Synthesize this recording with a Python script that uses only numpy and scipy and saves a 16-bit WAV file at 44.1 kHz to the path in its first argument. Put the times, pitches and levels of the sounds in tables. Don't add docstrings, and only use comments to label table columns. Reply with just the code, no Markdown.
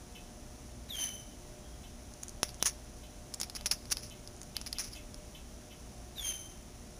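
import sys
import numpy as np
from scipy import signal
from scipy.fft import rfft, irfft, next_fast_len
from scipy.io import wavfile
from scipy.ndimage import uniform_filter1d

SR = 44100
rng = np.random.default_rng(int(sys.argv[2]) if len(sys.argv) > 2 else 0)


def volts_from_decibels(level):
    exponent = np.asarray(level, float) / 20
    return 10 ** exponent


def file_out(sig):
    cols = np.atleast_2d(sig).T
    lim = np.clip(cols, -1, 1)
    pcm = np.round(lim * 32767).astype(np.int16)
    wavfile.write(sys.argv[1], SR, pcm)


N = 308259
# t/s, peak level/dB, mouth ring f/Hz, low push level/dB
LIP_TICKS = [
    (1.1585, -45, 6500, -12),
    (2.2212, -45, 6100, -10),
    (4.1232, -44, 6500, -12),
    (4.365, -43, 6500, -9),
    (4.7849, -22, 5080, -9),
    (5.1438, -33, 5300, -16),
]


def evened(x):
    return x / np.sqrt(np.mean(x ** 2) + 1e-20)


def add(mix, s, sound):
    part = mix[round(s * SR):][:len(sound)]
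    part += sound[:len(part)]


def coloured(points, count):
    f, db = np.transpose(points)
    size = next_fast_len(count)
    hz = np.fft.rfftfreq(size, 1 / SR)
    shape = volts_from_decibels(np.interp(np.log(hz + 1), np.log(f + 1), db, left=-90, right=-90))
    return evened(irfft(rfft(rng.standard_normal(size)) * shape, size)[:count])


def resonate(x, hz, width):
    turn = np.exp(2j * np.pi * np.cumsum(hz * np.ones(len(x))) / SR)
    r = np.exp(-np.pi * width / SR)
    return 2 * (turn * signal.lfilter([(1 - r) ** 2], [1, -2 * r, r * r], x / turn)).real


def house():
    # f/Hz, level/dB per Hz
    floor_curve = [(15, -28), (25, 3), (57, 0), (156, -7.5), (235, -6.5), (532, -18.5), (601, -14),
                   (661, -15), (711, -16), (926, -21), (1650, -25.5), (4650, -28), (5920, -20), (7900, -26),
                   (10300, -55), (17400, -120)]
    # f/Hz, level/dB
    mains = [(59, -56), (120, -65), (239, -64.5), (361, -67.5), (480, -71.5), (600, -65), (720, -68)]
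    t = np.arange(N) / SR
    swell = volts_from_decibels(0.067 * evened(uniform_filter1d(rng.standard_normal(N), 9000)))
    out = volts_from_decibels(-50.5) * swell * coloured(floor_curve, N)
    for hz, db in mains:
        steady = np.cos(2 * np.pi * (hz * t + rng.random()))
        waver = evened(resonate(rng.standard_normal(N), hz, 5.7))
        out += volts_from_decibels(db) * (steady + 0.51 * waver)
    return out


def chirp(level_db, beak_hz):
    rate_hz, length_s, rise_s = 435, 0.059, 0.0064
    t = np.arange(round(length_s * SR)) / SR
    noise = rng.standard_normal(len(t))
    overtones = sum(resonate(noise, k * rate_hz, 190) for k in range(5, 10))
    falling_hz = beak_hz * (1.1 - .15 * t / length_s)
    buzz = evened(resonate(overtones, falling_hz, 1150))
    return volts_from_decibels(level_db) * buzz * np.minimum(t / rise_s, 1) * np.cos(np.pi / 2 * t / length_s)


def far_birds():
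    # t/s, level/dB, beak resonance f/Hz
    calls = [(.148, -53, 2750), (1.828, -58, 3000), (2.6, -55, 3100), (3.028, -59, 2950),
             (3.575, -58, 2900), (4.103, -56, 2800), (4.548, -51, 2800), (4.743, -53, 2950),
             (4.948, -52, 2800), (5.703, -56, 2700), (5.345, -54, 2900)]
    mix = np.zeros(N)
    for s, level_db, beak_hz in calls:
        add(mix, s, chirp(level_db, beak_hz))
    return mix + volts_from_decibels(-8) * echoes(mix, .4, 1400, 7800)


def effort(start, swell, level_db, throb_hz, first):
    lead_s, release_s = .018, 0.074
    t = np.arange(start - lead_s, start + swell + 0.393, 1 / SR)
    rising = np.minimum((t - start) / swell, 1) - 1
    after = np.maximum(t - start - swell, 0)
    let_go_db = -9.5 * np.minimum(after / release_s, 1) / 2
    throb_db = 3 * np.cos(2 * np.pi * throb_hz * (t - start - first)) * np.exp(-after / release_s)
    lead_db = -11 * np.clip((start + 0.0037 - t) / 0.006, 0, 1)
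    tone_db = level_db + lead_db + throb_db + let_go_db - 70 * after
    octave_db = 2 * level_db + 49.5 - 33 * abs(rising) ** 1.87 + let_go_db - 82 * after
    rasp_db = 2 * level_db + 34.5 + 12.5 * rising + let_go_db - 96 * after
    return t, tone_db, octave_db, rasp_db


def whistle(note, start_hz, glide_start, settled_hz, sag_s):
    # f/Hz, level/dB per Hz
    rasp_curve = [(600, -0.5), (1300, -4), (1900, 2), (2300, 0.5), (2700, 2), (4500, -2.5), (5800, -1),
                  (7500, 3)]
    t, tone_db, octave_db, rasp_db = effort(*note)
    tone_noise, octave_noise, gust_noise, pitch_noise = rng.standard_normal((4, len(t)))
    hz = settled_hz + (start_hz - settled_hz) * np.exp(-np.maximum(t - glide_start, 0) / sag_s)
    flicker = 1 + .007 * evened(uniform_filter1d(pitch_noise, 500))
    phase = 2 * np.pi * np.cumsum(hz * flicker) / SR
    tone = .68 * np.sqrt(2) * np.cos(phase) + .73 * evened(resonate(tone_noise, hz, 170))
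    octave = .78 * np.sqrt(2) * np.cos(2 * phase) + .6 * evened(resonate(octave_noise, 2 * hz, 190))
    gusts = volts_from_decibels(2.8 * evened(uniform_filter1d(gust_noise, 150)))
    air = coloured(rasp_curve, len(t))
    rasp = air + 1.9 * resonate(air, 2250, 92) + 2.4 * resonate(air, 5850, 120)
    voiced = volts_from_decibels(tone_db) * tone + volts_from_decibels(octave_db) * octave
    sound = voiced + volts_from_decibels(rasp_db + 7.0) * gusts * rasp
    return t[0], sound * signal.windows.tukey(len(t), .05)


def near_bird():
    # start t/s, swell t/s, tone level/dB, throb f/Hz, first throb t/s after the start
    whistled = [
        (.899, .138, -43.5, 23, .004),
        (6.17, .125, -44, 19, .028),
        (1.632, .11, -69.5, 11, .025),
    ]
    # start f/Hz, glide start t/s, settled f/Hz, time constant t/s
    pitch_falls = [
        (3990, .899, 3050, .032),
        (3900, 6.172, 3105, .04),
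        (3300, 1.625, 3240, .02),
    ]
    mix = np.zeros(N)
    for note, fall in zip(whistled, pitch_falls):
        add(mix, *whistle(note, *fall))
    return mix + volts_from_decibels(-21) * echoes(mix, .25, 1500, 7800)


def click(peak_db, ring_hz, push_db):
    t = np.arange(700) / SR
    onset = np.minimum(t / .00036, 1)
    ring = np.sin(2 * np.pi * ring_hz * t) * volts_from_decibels(-60 * t / 0.0035)
    cavities = sum(np.sin(2 * np.pi * cavity_hz * t) for cavity_hz in (850, 1600, 2700))
    push = cavities * volts_from_decibels(push_db + 1.0 - 60 * t / 0.0014)
    fizz = evened(resonate(rng.standard_normal(len(t)), ring_hz, 5100)) * volts_from_decibels(-14 - 60 * t / 0.012)
    return volts_from_decibels(peak_db + 5.0) * onset * (ring + push + fizz)


def beats():
    # t/s, snap level/dB, mouth ring f/Hz,
    # low push level/dB, crackle level/dB re snap
    jaw_beats = [(2.1377, -36.5, 6550, -21, -25), (2.2303, -40, 6400, -4, -25),
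                 (2.2336, -24, 6750, -9, -21), (2.2825, -30.5, 6800, -10, -22),
                 (2.2937, -32, 6300, -20, -20), (2.4312, -10, 5540, -0.5, -16.5),
                 (2.4915, -34, 4800, -10, -15), (2.5439, -38, 6200, -7, -8), (2.6, -40, 5640, -5, -15),
                 (2.6262, -11, 5990, -3, -18), (2.6464, -32, 5810, -20, -4),
                 (2.6584, -15.5, 6200, -9, -17), (2.6915, -32, 6030, -17, -15),
                 (3.3396, -24.5, 5330, -11, -22), (3.344, -23, 7100, -19, -21),
                   (3.4006, -19.5, 7000, -11, -23), (3.406, -26, 7020, -10, -14),
                   (3.414, -17, 5350, -8, -12.5), (3.432, -24, 5300, -8, -6), (3.4985, -28, 5140, -9, -15),
                   (3.5513, -29, 5200, -4, -1.5), (3.6104, -33.5, 4870, -2, -20),
                   (3.6595, -16.5, 5660, -15, -5), (3.6676, -22, 5340, -22, -10),
                   (3.7114, -26, 5400, -15, -22), (3.7135, -12.5, 5160, -11.5, -6),
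                   (3.855, -34, 4960, -8, -20), (3.9028, -33, 5300, -7, -12), (3.919, -14, 6000, -18, -19),
                   (3.9249, -17.5, 5560, -11, -17), (3.97, -20.5, 5040, -8.5, -15),
                   (4.0084, -43, 5680, -7, -15), (4.0986, -39, 7000, -17, -20),
                 (4.275, -32, 5080, -18, -24), (4.4156, -28.5, 6370, -7.5, -18),
                  (4.4318, -33.5, 6540, -8, -18), (4.5667, -18, 4870, -12, -24),
                  (4.614, -26, 5570, -8, -18), (4.663, -31, 5150, -5, -17), (4.6755, -32, 5170, -21, -9),
                  (4.7285, -22, 5030, -24, -20), (4.7301, -27.5, 5000, -7, -15),
                  (4.7953, -29, 5800, -4, -8), (4.838, -34, 5470, -17, 1)]
    return jaw_beats


def crackle():
    gap_s, fall_db, scatter_db, push_db, detune = .0034, -3.5, 2.5, -16, 0.069
    s, snap_db, ring_hz, _, crackle_db = np.transpose(beats())[:, :, None]
    gap, size, tune = rng.uniform(-1, 1, (3, len(s), 4))
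    when = s + np.cumsum(gap_s * (1 + .4 * gap), axis=1)
    pop_db = snap_db + crackle_db + fall_db * np.arange(4) + scatter_db * size
    pop_hz = ring_hz * (1 + detune * tune)
    return np.transpose([when.ravel(), pop_db.ravel(), pop_hz.ravel(), np.full(when.size, push_db)])


def puff(level_db, rise, t60, hiss_hz):
    t = np.arange(round(.3 * SR)) / SR
    hiss_noise, sputter_noise = rng.standard_normal((2, len(t)))
    hiss = evened(resonate(hiss_noise, hiss_hz, 1700))
    low = coloured([(300, -17), (1200, 0.5), (2300, 4.5), (4200, -10.0)], len(t))
    sputter = volts_from_decibels(2.5 * evened(uniform_filter1d(sputter_noise, 40)))
    low_db = -11.5 + 6 * np.exp(-rise / 0.0056)
    shape = np.minimum(t / rise, 1) * volts_from_decibels(-60 * np.maximum(t - rise, 0) / t60)
    return volts_from_decibels(level_db) * shape * sputter * (hiss + volts_from_decibels(low_db) * low)


def cat():
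    # t/s, level/dB, rise t/s, t60/s, hiss centre f/Hz
    breaths = [(2.434, -47, .002, 0.19, 5800), (2.479, -49.5, 0.0095, 0.089, 5060),
               (2.628, -44, 0.0018, .08, 5800), (2.652, -24.5, .012, 0.097, 6040),
               (2.678, -40, 0.0046, .08, 6000), (3.43, -42.5, 0.0015, 0.075, 5360),
               (3.557, -36.5, 0.0076, 0.043, 5600), (3.658, -30.5, 0.0019, 0.047, 5460),
               (3.71, -30, 0.0069, 0.083, 5840), (3.906, -28.5, 0.019, 0.039, 5840),
               (3.972, -48, 0.0071, 0.15, 5400), (4.019, -47.5, 0.018, 0.18, 5530),
               (4.663, -41.5, 0.0029, 0.07, 5300), (4.787, -35, 0.0069, 0.16, 5800),
               (4.834, -45.5, 0.011, 0.17, 5800), (4.863, -51, 0.018, .06, 5600),
               (4.905, -52.5, 0.033, 0.13, 5100), (4.939, -54.5, 0.019, 0.17, 6550)]
    mix = np.zeros(N)
    snaps = [row[:4] for row in beats() + LIP_TICKS]
    for clicks in (snaps, crackle()):
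        for s, peak_db, ring_hz, push_db in clicks:
            add(mix, s, click(peak_db, ring_hz, push_db))
    for s, level_db, rise, t60, hiss_hz in breaths:
        add(mix, s, puff(level_db, rise, t60, hiss_hz))
    return mix + volts_from_decibels(-25.5) * echoes(mix, 0.44, 1700, 5870)


def echoes(x, t60, lo_hz, hi_hz):
    t = np.arange(SR // 2) / SR
    tail = coloured([(lo_hz, -6), (5800, 0), (hi_hz, -6)], len(t)) * volts_from_decibels(-60 * t / t60)
    return signal.fftconvolve(x, tail / np.linalg.norm(tail))[:N]


def scene():
    return (house() + far_birds() + near_bird() + cat())[None]


def sample_and_hold(dry, hz):
    hold_hz = 16000
    smooth = 1 / np.sqrt(1 + (hz / 7300) ** 14)
    lift = 1 / np.sinc(np.minimum(hz / hold_hz, .5))
    band = irfft(rfft(dry) * smooth * lift, N)
    mirrored = band * (1 + 2 * np.cos(2 * np.pi * hold_hz * np.arange(N) / SR))
    return irfft(rfft(mirrored) * np.sinc(hz / hold_hz), N)


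def top_band(held, hz, from_hz):
    heard = beats() + LIP_TICKS[3:]
    at = np.round(np.sort([row[0] for row in heard]) * SR).astype(int)
    gate = np.ones(N)
    for first in at[np.diff(at, prepend=0) > 1200]:
        gate[first - 200:first + 130] = .03
    below = irfft(rfft(held) * (hz > 4500) * (hz < 11000), N)
    level = np.sqrt(abs(uniform_filter1d(gate * below ** 2, 200)) + 1e-14)
    hiss = coloured([(12900, -3), (13700, 2), (14600, 0.0), (15400, -2), (15560, -19), (16500, -36)], N)
    own = irfft(rfft(held) * (hz >= from_hz) * (hz < 15480), N)
    return uniform_filter1d(gate, 40) * (own + volts_from_decibels(-16) * level * hiss)


def top_cut(x):
    return signal.sosfilt(signal.butter(12, 16640, fs=SR, output="sos"), x)


def record(dry):
    top_hz = 12800
    hz = np.fft.rfftfreq(N, 1 / SR)
    held = sample_and_hold(dry, hz)
    kept = irfft(rfft(held) * (hz < top_hz), N)
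    return top_cut(kept + top_band(held, hz, top_hz))


dry = scene()
out = record(dry)
file_out(out)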